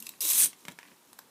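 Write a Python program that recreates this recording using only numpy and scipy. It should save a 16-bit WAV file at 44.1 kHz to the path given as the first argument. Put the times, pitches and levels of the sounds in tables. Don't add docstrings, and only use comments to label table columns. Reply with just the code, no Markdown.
import sys
import numpy as np
from scipy import signal
from scipy.fft import rfft, irfft
from scipy.io import wavfile
from scipy.ndimage import uniform_filter1d

SR = 44100
rng = np.random.default_rng(int(sys.argv[2]) if len(sys.argv) > 2 else 0)


def magnitude_from_level(level_db):
    exponent = np.asarray(level_db, float) / 20
    return 10 ** exponent


def pcm_store(signal):
    levels = np.round(np.clip(np.atleast_2d(signal), -1, 1) * 32767)
    wavfile.write(sys.argv[1], SR, levels.astype(np.int16).T)


N = 57330

# (frequency [Hz], relative level per Hz [dB])
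SLACK = [(320, -39), (550, -19.5), (850, -23), (1030, -15), (1530, -22.5), (3560, -10.5), (3880, -9),
         (4850, -10), (5670, -6.5), (10400, -2.5), (11400, -2), (14700, -7), (15800, -7.5)]


def evened(x):
    return x / np.sqrt(np.mean(x ** 2) + 1e-20)


def read(points, hz):
    f, value = np.transpose(points)
    return np.interp(np.log(hz + 1), np.log(f + 1), value)


def along(rows, col):
    return np.interp(np.arange(N) / SR, [r[0] for r in rows], [r[col] for r in rows])


def add(mix, s, sound):
    part = mix[max(round(s * SR), 0):][:len(sound)]
    part += sound[:len(part)]


def colour(x, db_of_hz):
    hz = np.fft.rfftfreq(len(x), 1 / SR)
    return evened(irfft(rfft(x) * magnitude_from_level(db_of_hz(hz)), len(x)))


def hump(f, hz, width):
    return -20 * np.log10(1 + ((f - hz) / width * 2) ** 2)


def snaps(per_s, count=40):
    spread_db, clump_db, clump_s = 3.1, 0.9, 0.004
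    ring_s = 0.0009
    loudness = magnitude_from_level(spread_db * np.minimum(rng.exponential(1, N), 3.5))
    size = loudness * (rng.random(N) < per_s / SR) * rng.choice([-1, 1], N)
    drift = uniform_filter1d(rng.standard_normal(N), max(round(clump_s * SR), 1))
    size = size * magnitude_from_level(clump_db * evened(drift))
    kind, t, out = rng.integers(0, count, N), np.arange(600) / SR, np.zeros(N)
    for k, hz in enumerate(np.linspace(200, 16200, count)):
        ring = np.exp(-t / ring_s) * np.cos(2 * np.pi * hz * t)
        out += signal.oaconvolve(size * (kind == k), ring)[:N]
    smooth = np.sqrt(uniform_filter1d(abs(rfft(out)) ** 2, size=1500))
    return evened(irfft(rfft(out) / smooth, N))


def bands(f, taut=0):
    # (centre [Hz], width [Hz], boost while slack [dB], boost while taut [dB])
    resonances = [(2545, 530, 3.5, 9), (3293, 88, 4.5, 11), (3885, 330, 7.5, 0), (5090, 140, 6.5, -5),
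                  (6250, 530, 2, 8), (8100, 400, 4, 2.5), (9400, 820, 0, 4.5), (11700, 280, 4, 3),
                  (13000, 690, 3.5, 3)]
    return sum(row[2 + taut] / (1 + ((f - row[0]) / row[1] * 2) ** 2) for row in resonances)


def peel():
    # (time [s], level [dB], share of the bright taut colour [0-1])
    pull = [(.2065, -31.5, 0), (.225, -30.5, 0), (.24, -30, 0), (.27, -28, .2), (.31, -23, 0.13),
            (.342, -25.5, 0.66), (.37, -23, 0.56), (.398, -20.5, 0.9), (.42, -22, 0.98), (.446, -18.5, 1),
            (.456, -29, .9), (.463, -29, 1), (.478, -45, 1), (.5, -65, 0.8)]
    # (frequency [Hz], relative level per Hz [dB])
    taut_tape = [(88, -82.5), (150, -44.5), (1090, -23), (1380, -23), (1520, -19.5), (2680, -23.5),
                 (3200, -15.5), (6320, -13), (6970, -9), (9340, -2), (14900, -9), (15800, -12.5)]
    x, t = snaps(22000), np.arange(N) / SR
    late = np.clip(along(pull, 2), 0, 1)
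    slack_sound = colour(x, lambda f: read(SLACK, f) + bands(f))
    taut_sound = colour(x, lambda f: read(taut_tape, f) + bands(f, 1))
    rip = (1 - late) * slack_sound + late * taut_sound
    return rip * magnitude_from_level(along(pull, 1)) * (t >= pull[0][0]) * (t < pull[-1][0])


def tears_and_knocks():
    # (time [s], level [dB],
    # rise time constant [s], burst t60 [s], tilt [dB per octave, less steep in the bass],
    # ring [Hz], ring level against the burst [dB])
    bursts = [(.002, -37.5, 0.00026, 0.035, 2, 3760, -20), (0.0247, -36, 0.0002, 0.0219, 2.5, 2753, -4),
              (.058, -42.5, 0.0019, 0.043, 5, 5770, -17), (.068, -34.5, 0.0015, 0.019, -2.3, 2676, -5),
              (.0695, -46.5, 0.0012, 0.022, -8.2, 5180, 3.5),
              (0.0919, -31.5, 0.00066, 0.019, 0.2, 3870, -28),
              (.2065, -28.5, 0.00033, 0.047, 2, 4957, -4.5),
              (.219, -30.5, 0.00095, 0.0207, -1.5, 5850, 4.5), (0.226, -30, .0005, 0.021, 6.5, 11700, 6.5),
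              (.252, -28.5, 0.00075, 0.0315, -3, 11990, 5), (0.279, -32.5, .001, 0.059, -2, 10960, -4),
              (.333, -23, 0.00068, 0.025, .1, 8100, -9), (0.416, -24, .0005, 0.014, 2, 8580, 9),
              (0.4215, -19, 0.00034, .015, 2, 8300, 7), (0.442, -24, 0.00044, 0.0095, 4, 8940, 6),
              (0.4583, -30, 0.00086, 0.022, -3.5, 8700, 10), (.72, -47.5, 0.00105, 0.022, -4.5, 7260, -7.5),
              (1.131, -46, .0004, 0.013, -4, 10050, 0.5), (1.1908, -42.5, 0.0018, 0.0092, -3, 4030, -6.5),
              (1.1306, -54, 0.00026, 0.0096, 1.5, 1080, 10), (1.1896, -48.5, 0.00052, 0.018, -9, 1610, 8.5),
              (1.191, -52, 0.0011, 0.016, -7.5, 1070, 13)]
    # (time [s], level [dB])
    rustle = [(0, -64.5), (.04, -52), (.065, -57), (.11, -57.5), (.16, -62), (.2, -63.5), (.56, -64.5),
              (.625, -60), (.645, -61.5), (.7, -60.5), (.74, -71), (.8, -63.5), (.9, -64.5), (.97, -68),
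              (1.09, -66.5), (1.11, -66.5), (1.2, -67.5), (1.3, -70)]
    ring_speed = 1.37
    x, t = snaps(14000), np.arange(N) / SR
    out = magnitude_from_level(along(rustle, 1)) * colour(x[::-1], lambda f: read(SLACK, f) - 4.0 * np.log2(f / 8000 + 0.034))
    for s, db, rise, t60, tilt_db, hz, ring_db in bursts:
        swell = np.exp(np.minimum(t - s, 0) / rise)
        fall = magnitude_from_level(-60 * np.maximum(t - s, 0) / t60)
        shape = np.where(t < s, swell, fall)
        wide = colour(x, lambda f: read(SLACK, f) + bands(f) + tilt_db * np.log2(f / 8000 + 0.042))
        ring = shape ** ring_speed * np.sin(2 * np.pi * hz * (t - s))
        out += magnitude_from_level(db) * (shape * wide + magnitude_from_level(ring_db) * ring)
    return out


def modes(rows, t):
    return sum(magnitude_from_level(db - 60 * t / t60) * np.sin(2 * np.pi * hz * t) for hz, db, t60 in rows)


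def taps():
    # (time [s], level [dB], pitch factor of the roll, crack [dB], desk thud [dB])
    tap_list = [(.138, -46.5, 1.05, -16, -29), (0.531, -41.5, 1.13, -6, -12),
                (.652, -38.5, 1.17, -2.5, -10), (.683, -29.5, 0.94, -5, -5), (.6845, -47, 1.2, -19.5, -23),
                (0.713, -52.5, 1.54, 3, 0), (.788, -34.5, 0.906, -9, -46), (0.799, -48, 1.2, -16, -30),
                (0.8302, -39.5, 1.05, -17, -41), (.853, -48.5, 1.07, -18, -10),
                (.876, -52, 1.25, -11.5, -21), (.884, -50.5, 0.95, -7.5, -6), (.916, -55, 1.11, -14, 0),
                (0.919, -56, 1.05, -13, -12)]
    # (frequency at pitch factor 1 [Hz], level [dB], t60 [s])
    roll_modes = [(1050, -4, 0.033), (1520, -33, 0.0048), (1853, 4, 0.0162), (2020, -11, 0.024),
                  (2476, 5, .014), (2840, -4.5, 0.004), (4470, -7.5, 0.0145), (4940, -22, .008)]
    # (frequency [Hz], level [dB], t60 [s])
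    desk_modes = [(182, 3.5, 0.068), (235, -4, 0.06), (336, -8, 0.018), (576.7, -2, 0.026)]
    crack_low_hz, crack_top_hz, crack_t60_s = 900, 8700, 0.024
    scatter = 0.03
    thud_rise_s = 0.0047
    out, t = np.zeros(N), np.arange(5000) / SR
    noises = rng.standard_normal((len(tap_list), len(t)))
    for (s, db, pitch, crack_db, thud_db), z in zip(tap_list, noises):
        tuned = [(hz * pitch * (1 + scatter * e), d, t60) for (hz, d, t60), e in zip(roll_modes, z)]
        thud = modes(desk_modes, t) * np.minimum(t / thud_rise_s, 1)
        crack = colour(z, lambda f: -20 * np.log10(1 + (f / crack_top_hz) ** 2 + (crack_low_hz / (f + 1)) ** 2))
        crack = crack * magnitude_from_level(-60 * t / crack_t60_s)
        add(out, s, magnitude_from_level(db) * (-.4 * modes(tuned, t) + magnitude_from_level(crack_db) * crack + magnitude_from_level(thud_db) * thud))
    return out


def scuff():
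    # (time [s], level [dB])
    scuff_level = [(.5, -79.5), (.535, -69), (.57, -87), (.645, -87), (.66, -66), (.68, -69), (.69, -51.5),
                   (.725, -76.5), (.75, -89.5), (.785, -87.5), (.8, -56), (.825, -67), (.855, -62.5),
                   (.885, -64), (.9, -76), (.92, -63.5), (.96, -88.5)]
    centre_hz, width_hz = 2100, 1950
    grains = colour(snaps(2800), lambda f: hump(f, centre_hz, width_hz))
    return magnitude_from_level(along(scuff_level, 1)) * grains


def room(x):
    # (frequency [Hz], t60 [s])
    room_decay = [(300, 0.33), (1500, 0.2), (4000, 0.22), (9000, 0.14), (15000, 0.14)]
    echo = np.zeros(SR // 2)
    at = np.arange(130, len(echo) - 12, 12)
    echo[at + rng.integers(0, 12, len(at))] = rng.choice([-1., 1.], len(at))
    hz, t, z = signal.stft(echo, SR, nperseg=128)
    tail = signal.istft(z * magnitude_from_level(-60 * t / read(room_decay, hz)[:, None]), SR, nperseg=128)[1]
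    return signal.fftconvolve(x, tail / np.linalg.norm(tail))[:N]


def hums():
    # (start [s], length [s], level [dB], frequency [Hz], rms waver [Hz])
    hum_list = [(-.03, .09, -52, 226, 12), (.225, .065, -48, 335, 18), (.21, .055, -50, 450, 45),
                (.82, .12, -61, 293, 4), (.7, .11, -63, 172, 10)]
    out, t = np.zeros(N), np.arange(N) / SR
    noises = rng.standard_normal((len(hum_list), N))
    for (s, length, db, hz, waver_hz), z in zip(hum_list, noises):
        waver = waver_hz * evened(uniform_filter1d(z, size=300))
        turns = np.cumsum(hz + waver) / SR
        swell = np.sin(np.pi * np.clip((t - s) / length, 0, 1))
        out += magnitude_from_level(db) * swell * np.sin(2 * np.pi * turns)
    return out


def background():
    # (frequency [Hz], relative level per Hz [dB])
    air_spectrum = [(18, -59), (30, -45), (169, -6), (353, -7.5), (698, -12), (931, -7.5), (1490, -13.5),
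                    (2040, -16), (3190, -17.5), (4860, -19.5), (13500, -21), (15800, -21.5)]
    # (time [s], level [dB])
    rumble = [(0, -61.5), (.1, -63), (.2, -64.5), (.45, -49), (.56, -71.5), (.64, -62), (.72, -55.5),
              (.8, -108.5), (.92, -60), (.97, -72), (1.04, -73), (1.1, -62), (1.19, -67), (1.3, -63)]
    air_db, rumble_hz, rumble_width_hz = -62, 251, 337
    air, low = rng.standard_normal((2, N))
    air = colour(air, lambda f: read(air_spectrum, f))
    low = colour(low, lambda f: hump(f, rumble_hz, rumble_width_hz))
    return magnitude_from_level(air_db) * air + magnitude_from_level(along(rumble, 1)) * low


def scene():
    tape_low_hz = 380
    room_db = -11
    thin = signal.butter(4, tape_low_hz, "high", fs=SR, output="sos")
    tape = signal.sosfilt(thin, peel() + tears_and_knocks())
    near = tape + taps() + scuff()
    return (near + magnitude_from_level(room_db) * room(near) + hums() + background())[None]


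def roll_off(x):
    return signal.sosfilt(signal.butter(12, 16460, fs=SR, output="sos"), x)


def record(dry):
    low_cut_hz, edge_hz = 270, 15480
    x = signal.sosfilt(signal.butter(1, low_cut_hz, "high", fs=SR, output="sos"), dry)
    low_pass = signal.firwin(255, edge_hz, window=("kaiser", 7), fs=SR)
    x = signal.oaconvolve(x, low_pass[None], "same")
    return roll_off(x)


dry = scene()
out = record(dry)
pcm_store(out)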